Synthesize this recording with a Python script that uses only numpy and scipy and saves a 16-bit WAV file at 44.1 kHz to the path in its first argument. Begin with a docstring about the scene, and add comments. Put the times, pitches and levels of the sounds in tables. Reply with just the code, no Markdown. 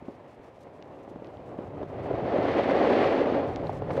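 """Skis in a long skidded turn

Skis run down a packed piste, gather speed and skid, heard by one close microphone.
Random snow lumps and listed knocks drive the skis' damped modes; coloured random clicks make the edge
scrape, the glide hiss and the short sprays of loose snow. Low filtered noise rumbles as wind on the
microphone, and filtered impulses give a few sharp ticks close by."""
import sys
import numpy as np
from scipy import signal
from scipy.fft import rfft, irfft
from scipy.io import wavfile

SR = 44100
rng = np.random.default_rng(int(sys.argv[2]) if len(sys.argv) > 2 else 0)


def transcribe(u):
    """Save the signal u as a 16-bit wav file named by the first command-line argument.

    u: samples, shape (n,) or (channels, n), limited to [-1, 1]; the rate is SR.
    q: integer samples, one column per channel.
    """
    v = np.clip(np.atleast_2d(u).T, -1, 1)
    q = np.round(v * 32767).astype(np.int16)
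    wavfile.write(sys.argv[1], SR, q)


N = 176400  # samples, 4 s


def from_db(db):
    """Turn decibels into an amplitude gain."""
    return 10 ** (np.asarray(db) / 20)


def rms_one(x):
    """Scale to unit rms."""
    return x / np.sqrt(np.mean(x ** 2) + 1e-20)


def in_time(rows):
    """Draw straight lines between (time, value) rows, one value per sample."""
    times, values = np.transpose(rows)
    return np.interp(np.arange(N) / SR, times, values)


def coloured(x, spectrum):
    """Filter x by a gain curve drawn over log frequency; rms 1."""
    hz, db = np.transpose(spectrum)
    bins_hz = np.maximum(np.fft.rfftfreq(2 * N, 1 / SR), 1)
    gain = from_db(np.interp(np.log(bins_hz), np.log(hz), db))
    return rms_one(irfft(rfft(x, 2 * N) * gain)[:N])


def drift(hz):
    """Wander slowly at random: low-passed noise of rms 1, its extremes rounded."""
    r = np.exp(-2 * np.pi * hz / SR)
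    noise = rng.standard_normal(N + SR)
    slow = rms_one(signal.lfilter([1], [1, -2 * r, r * r], noise)[SR:])  # skip the filter's start
    return rms_one(np.tanh(slow / 2))


def grains(per_s, spread_db):
    """Scatter random clicks of uneven size and sign; rms 1."""
    sizes = from_db(spread_db * np.minimum(rng.exponential(1, N), 4))
    signs = rng.choice([-1, 1], N)
    struck = rng.random(N) < per_s / SR
    return rms_one(sizes * signs * struck)


def resonance(x, hz, width_hz):
    """Ring at one pitch with gain 1 on top; a wider resonance dies sooner."""
    r = np.exp(-np.pi * width_hz / SR)
    zeros = np.array([1, 0, -1]) * (1 - r * r) / 2
    poles = [1, -2 * r * np.cos(2 * np.pi * hz / SR), r * r]
    return signal.lfilter(zeros, poles, x)


def add(out, s, sound):
    """Mix a short sound in at time s, in seconds."""
    i = max(int(s * SR), 0)
    out[i:i + len(sound)] += sound[:max(N - i, 0)]


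# damped modes the skis ring with: pitch_hz [Hz], width_hz [Hz], level_db [dB, relative]
SKI_RESONANCES = [(271.3, 76, 0.5), (393.6, 56, 3), (453, 84, 0), (562.5, 46, 3), (643, 146, -3),
                  (814, 212, -3.5), (971, 515, -11)]


def ski(force):
    """Ring the skis' damped modes in parallel, with alternating signs."""
    out = 0
    for k, (hz, width_hz, db) in enumerate(SKI_RESONANCES):
        out = out + (-1) ** k * from_db(db) * resonance(force, hz, width_hz)
    return out


# how loud the snow drums on the skis, at the microphone: time_s [s], level_db [dB]
CHATTER_LEVEL = [(0, -49.5), (.38, -51.5), (.55, -52), (.66, -47.5), (.83, -46.5), (1.0, -47), (1.2, -46),
                 (1.45, -46.5), (1.53, -40.5), (1.62, -42.5), (1.75, -38.5), (1.83, -36), (1.875, -44.5),
                 (1.95, -35), (2.1, -32), (2.2, -31), (2.29, -28), (2.36, -26), (2.52, -27), (2.58, -22.5),
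                 (2.65, -26), (2.72, -23), (2.78, -23), (2.88, -20), (3.05, -22.5), (3.14, -23),
                 (3.42, -27), (3.62, -36), (3.86, -36), (3.95, -31.5), (4, -35)]
# tone of the drummed skis, applied after their modes: pitch_hz [Hz], gain_db [dB, relative]
SKI_BODY_TONE = [(40, -29.5), (130, -5.5), (210, -1.5), (270, -1), (650, 2), (1000, -1), (1350, -4.5),
                 (2000, -12), (4000, -44.5), (16000, -86.5)]
LUMPS_PER_S, LUMP_SPREAD_DB = 1800, 1
BUMPS_PER_S, BUMPS_DB, BUMP_SPREAD_DB = 130, -9, .5  # level relative to the lumps
JUDDER_DB = 1.27  # per unit of judder


def chatter(judder):
    """Drum the skis' modes with fine lumps of snow and sparser bumps."""
    lumps = grains(LUMPS_PER_S, LUMP_SPREAD_DB)
    bumps = from_db(BUMPS_DB) * grains(BUMPS_PER_S, BUMP_SPREAD_DB)
    body = coloured(ski(lumps + bumps), SKI_BODY_TONE)
    return from_db(in_time(CHATTER_LEVEL)) * rms_one(body * from_db(JUDDER_DB * judder))


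# the edges skidding sideways: time_s [s], level_db [dB], before judder
SKID_LEVEL = [(0, -89), (1.4, -74), (1.7, -70), (1.82, -60), (1.875, -66), (2.0, -51.5), (2.16, -51.5),
              (2.24, -47.5), (2.32, -43.5), (2.48, -40), (2.58, -36.5), (2.65, -38.5), (2.87, -35),
              (3.02, -34), (3.2, -38), (3.25, -42), (3.32, -41.5), (3.5, -49.5), (3.62, -55), (3.72, -54),
              (3.85, -57), (4, -51)]
# tone of the edges: pitch_hz [Hz], gain_db [dB, relative]
EDGE_TONE = [(100, -23), (600, -21), (1050, 4.5), (1400, -2), (1900, 1), (2150, -1), (2500, -5), (3200, -9),
             (3900, -15), (4400, -15.5), (5300, -25.5), (6400, -30), (6900, -36.5), (8000, -38.5),
             (12000, -54), (16000, -73.5)]
CRYSTALS_PER_S, CRYSTAL_SPREAD_DB = 9000, 0.5
CHIPS_PER_S, CHIPS_DB, CHIP_SPREAD_DB = 340, -13.5, 2  # level relative to the crystals
EDGE_JUDDER_DB = 0.88  # per unit of judder


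def scrape(judder):
    """Shear off fine crystals and coarser chips at the edges, in step with the skis' judder."""
    crystals = grains(CRYSTALS_PER_S, CRYSTAL_SPREAD_DB)
    chips = from_db(CHIPS_DB) * grains(CHIPS_PER_S, CHIP_SPREAD_DB)
    level_db = in_time(SKID_LEVEL) + EDGE_JUDDER_DB * judder
    return from_db(level_db) * coloured(crystals + chips, EDGE_TONE)


# skis hitting bumps: start_s [s], thud_db [dB, envelope peak], pitch_hz [Hz], rise_s [s],
# ring_db [dB, peak], crunch_db [dB, before its envelope]
BUMP_HITS = [(.0238, -33, 283, 0.0022, -51, -51), (.0826, -28, 273, .0027, -33, -50),
             (.088, -39, 320, 0.0035, -46, -62), (.397, -42, 169, 0.0019, -53, -70),
             (.582, -40, 546, 0.0018, -51, -62), (1.076, -42, 300, .002, -35, -51),
             (1.113, -33.5, 312, 0.003, -44, -57), (1.158, -32.5, 262, 0.0029, -34, -53),
             (1.187, -41, 600, 0.0014, -42, -60), (1.221, -31.5, 420, 0.0017, -39, -60),
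             (1.339, -36, 580, 0.0033, -40, -51), (1.529, -34, 383, 0.0022, -44, -60),
             (1.5866, -24, 265, .0026, -30, -49), (1.815, -28, 607, 0.0026, -34, -50),
             (1.8285, -41, 330, 0.0013, -25, -37.5), (1.899, -34, 570, 0.0013, -40, -53),
             (1.944, -32, 580, 0.0026, -50, -49), (2.150, -34, 400, 0.0038, -33, -36),
             (2.337, -16.5, 564, 0.007, -17.5, -43), (2.386, -13, 330, 0.0016, -26, -56),
             (2.452, -14, 530, 0.0016, -27, -42), (2.690, -12.5, 556, 0.0016, -23, -37),
             (2.708, -15, 533, 0.0076, -20.5, -25), (2.870, -18, 466, 0.0017, -16, -31.5),
             (3.214, -21, 542, 0.0032, -21.5, -42), (3.243, -22, 600, .002, -32, -47),
             (3.268, -17.5, 578, 0.0026, -20, -38), (3.298, -23, 414, 0.0022, -30, -36),
             (3.384, -28, 566, 0.0082, -37, -46), (3.694, -18.5, 782, .0017, -27.5, -36.5),
             (3.820, -22, 530, 0.0016, -25.5, -40), (3.9045, -24.5, 760, .0016, -25, -29),
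             (3.968, -43, 550, 0.0034, -35, -31), (3.975, -19, 520, 0.0041, -25.5, -32),
             (3.990, -18.5, 560, 0.0032, -37, -50)]
# tone of the crushed snow: pitch_hz [Hz], gain_db [dB, relative]
CRUNCH_TONE = [(200, -11.5), (700, 10.5), (1300, 6), (2100, -4), (3000, -10), (4500, -19), (6500, -29),
               (9000, -42.5), (16000, -72)]
CRUNCH_S, CRUNCH_ATTACK_S = 0.0064, 0.0014  # time constants


def knocks():
    """Make each bump a decaying sine thud, a ring of the ski modes and a burst of crushed snow."""
    out = np.zeros(N)
    t = np.arange(SR // 10) / SR
    low_pass = signal.butter(4, 1200, fs=SR, output="sos")
    ringing = signal.sosfilt(low_pass, ski(signal.unit_impulse(len(t))))
    ringing = ringing / np.abs(ringing).max()
    snow = coloured(rng.standard_normal(N), CRUNCH_TONE)
    crunch_envelope = np.exp(-t / CRUNCH_S) * (1 - np.exp(-t / CRUNCH_ATTACK_S))
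    for k, (s, thud_db, hz, rise_s, ring_db, crunch_db) in enumerate(BUMP_HITS):
        push = (t / rise_s * np.exp(1 - t / rise_s)) ** 2  # reaches 1 at rise_s
        thud = push * np.sin(2 * np.pi * hz * t)
        crunch = snow[k * len(t):(k + 1) * len(t)] * crunch_envelope  # fresh noise each time
        add(out, s, from_db(thud_db) * thud)
        add(out, s, from_db(ring_db) * ringing + from_db(crunch_db) * crunch)
    return out


# puffs of loose snow: start_s [s], length_s [s, before the release], level_db [dB, before flutter]
SPRAY_PUFFS = [(0.049, .11, -78), (0.273, .08, -75.5), (.42, .08, -76.5), (0.538, .06, -78),
               (0.6, 0.022, -70.5), (0.626, 0.0092, -70), (0.727, .05, -76), (.85, .03, -78),
               (.94, .06, -78), (1.022, .02, -76), (1.083, .025, -71.5), (1.297, .08, -81),
               (1.452, .045, -74), (1.64, .05, -79), (1.878, .02, -75), (2.023, .045, -70),
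               (3.467, .07, -70), (3.645, .065, -68.5), (3.717, .07, -66), (3.911, .065, -63)]
# tone of the loose snow: pitch_hz [Hz], gain_db [dB, relative]
SPRAY_TONE = [(500, -11), (3000, 3.5), (5000, 3), (8000, -3), (11000, -9), (13000, -13), (16000, -20)]
SPRAY_GRAINS_PER_S, SPRAY_FLUTTER_DB, SPRAY_FLUTTER_HZ = 4600, 1.5, 45
SPRAY_ATTACK_S, SPRAY_RELEASE_S = 0.0078, 0.0075  # straight rise, exponential fall


def sprays():
    """Throw puffs of fine snow grains that start quickly, flutter and stop."""
    t = np.arange(N) / SR
    level = np.zeros(N)
    for s, length_s, db in SPRAY_PUFFS:
        rise = np.clip((t - s) / SPRAY_ATTACK_S, 0, 1)
        fall = np.exp(-np.maximum(t - s - length_s, 0) / SPRAY_RELEASE_S)
        level += from_db(db) * rise * fall
    flutter = from_db(SPRAY_FLUTTER_DB * drift(SPRAY_FLUTTER_HZ))
    return level * flutter * coloured(grains(SPRAY_GRAINS_PER_S, spread_db=2.5), SPRAY_TONE)


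# hard contacts close to the microphone: start_s [s], peak_db [dB], pitch_hz [Hz],
# width_hz [Hz, each of two resonances], top_hz [Hz, low-pass]
CLOSE_TICKS = [(0.8254, -37, 1900, 3600, 6450), (0.824, -50, 2930, 900, 6000),
               (1.246, -40, 2000, 2200, 6500), (1.271, -46.5, 3000, 3000, 6500),
               (1.371, -50, 2950, 1300, 6500), (1.5875, -52, 3020, 600, 6500),
               (3.5606, -27, 1750, 3880, 7200), (3.670, -41, 4080, 600, 6500)]


def ticks():
    """Ring tiny hard contacts: a low-passed impulse through the same resonance twice."""
    out = np.zeros(N)
    for s, db, hz, width_hz, top_hz in CLOSE_TICKS:
        low_pass = signal.butter(8, min(top_hz, SR / 3), fs=SR, output="sos")
        click = signal.sosfilt(low_pass, signal.unit_impulse(SR // 20))
        tick = resonance(resonance(click, hz, width_hz), hz, width_hz)
        add(out, s, from_db(db) * tick / np.abs(tick).max())
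    return out


# tone of the ski bases on snow: pitch_hz [Hz], gain_db [dB, relative]
GLIDE_TONE = [(100, -13.5), (400, -4), (750, 10.5), (1000, 10), (1400, -1.5), (1900, -0.5), (2700, -6),
              (3300, -11.5), (4300, -17), (5300, -21.5), (7000, -26), (10000, -31.5), (16000, -40)]
GLIDE_DB, GLIDE_FOLLOWS_WIND = -55.5, 0.21  # level at mean wind level; share of the wind's dB swing


def glide(wind_db, judder):
    """Hiss softly as the bases run over fine crystals, louder when the wind of speed is louder."""
    wind_swing_db = wind_db - wind_db.mean()
    level_db = GLIDE_DB + GLIDE_FOLLOWS_WIND * wind_swing_db + EDGE_JUDDER_DB * judder
    return from_db(level_db) * coloured(grains(CRYSTALS_PER_S, CRYSTAL_SPREAD_DB), GLIDE_TONE)


# wind on the microphone: time_s [s], level_db [dB, before buffeting]
WIND_LEVEL = [(0, -55.5), (.3, -60), (.85, -56), (1.0, -55), (1.3, -51.5), (1.75, -45.5), (2.2, -39),
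              (2.85, -44.5), (3.35, -41), (3.5, -36), (3.62, -38), (4, -37)]
# tone of the wind: pitch_hz [Hz], gain_db [dB, relative]
WIND_TONE = [(20, -29), (45, -9.5), (70, -3.5), (110, 2), (160, 0), (230, -9), (400, -38), (1000, -44),
             (16000, -86)]
BUFFET_DB, BUFFET_HZ = 1, 9.2


def wind(wind_db):
    """Rumble low and lumpy on the microphone port: coloured noise with a buffeted level."""
    level_db = wind_db + BUFFET_DB * drift(BUFFET_HZ)
    return from_db(level_db) * coloured(rng.standard_normal(N), WIND_TONE)


JUDDER_HZ = 23.9
JUDDER_SLOW_SHARE, JUDDER_SLOW_HZ = 0.6, 7.1  # uneven pressure on the edges


def scene():
    """Mix skis, snow and wind at one close microphone; one judder sways chatter, scrape and glide."""
    judder = drift(JUDDER_HZ) + JUDDER_SLOW_SHARE * drift(JUDDER_SLOW_HZ)
    wind_db = in_time(WIND_LEVEL)
    skis = chatter(judder) + scrape(judder) + knocks()
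    snow = sprays() + glide(wind_db, judder)
    return (skis + snow + ticks() + wind(wind_db))[None]


CUTOFF_HZ = 15750


def record(dry):
    """Cut the top steeply with an elliptic low-pass."""
    low_pass = signal.ellip(10, .1, 80, CUTOFF_HZ, fs=SR, output="sos")
    return signal.sosfilt(low_pass, dry)


dry = scene()
out = record(dry)
transcribe(out)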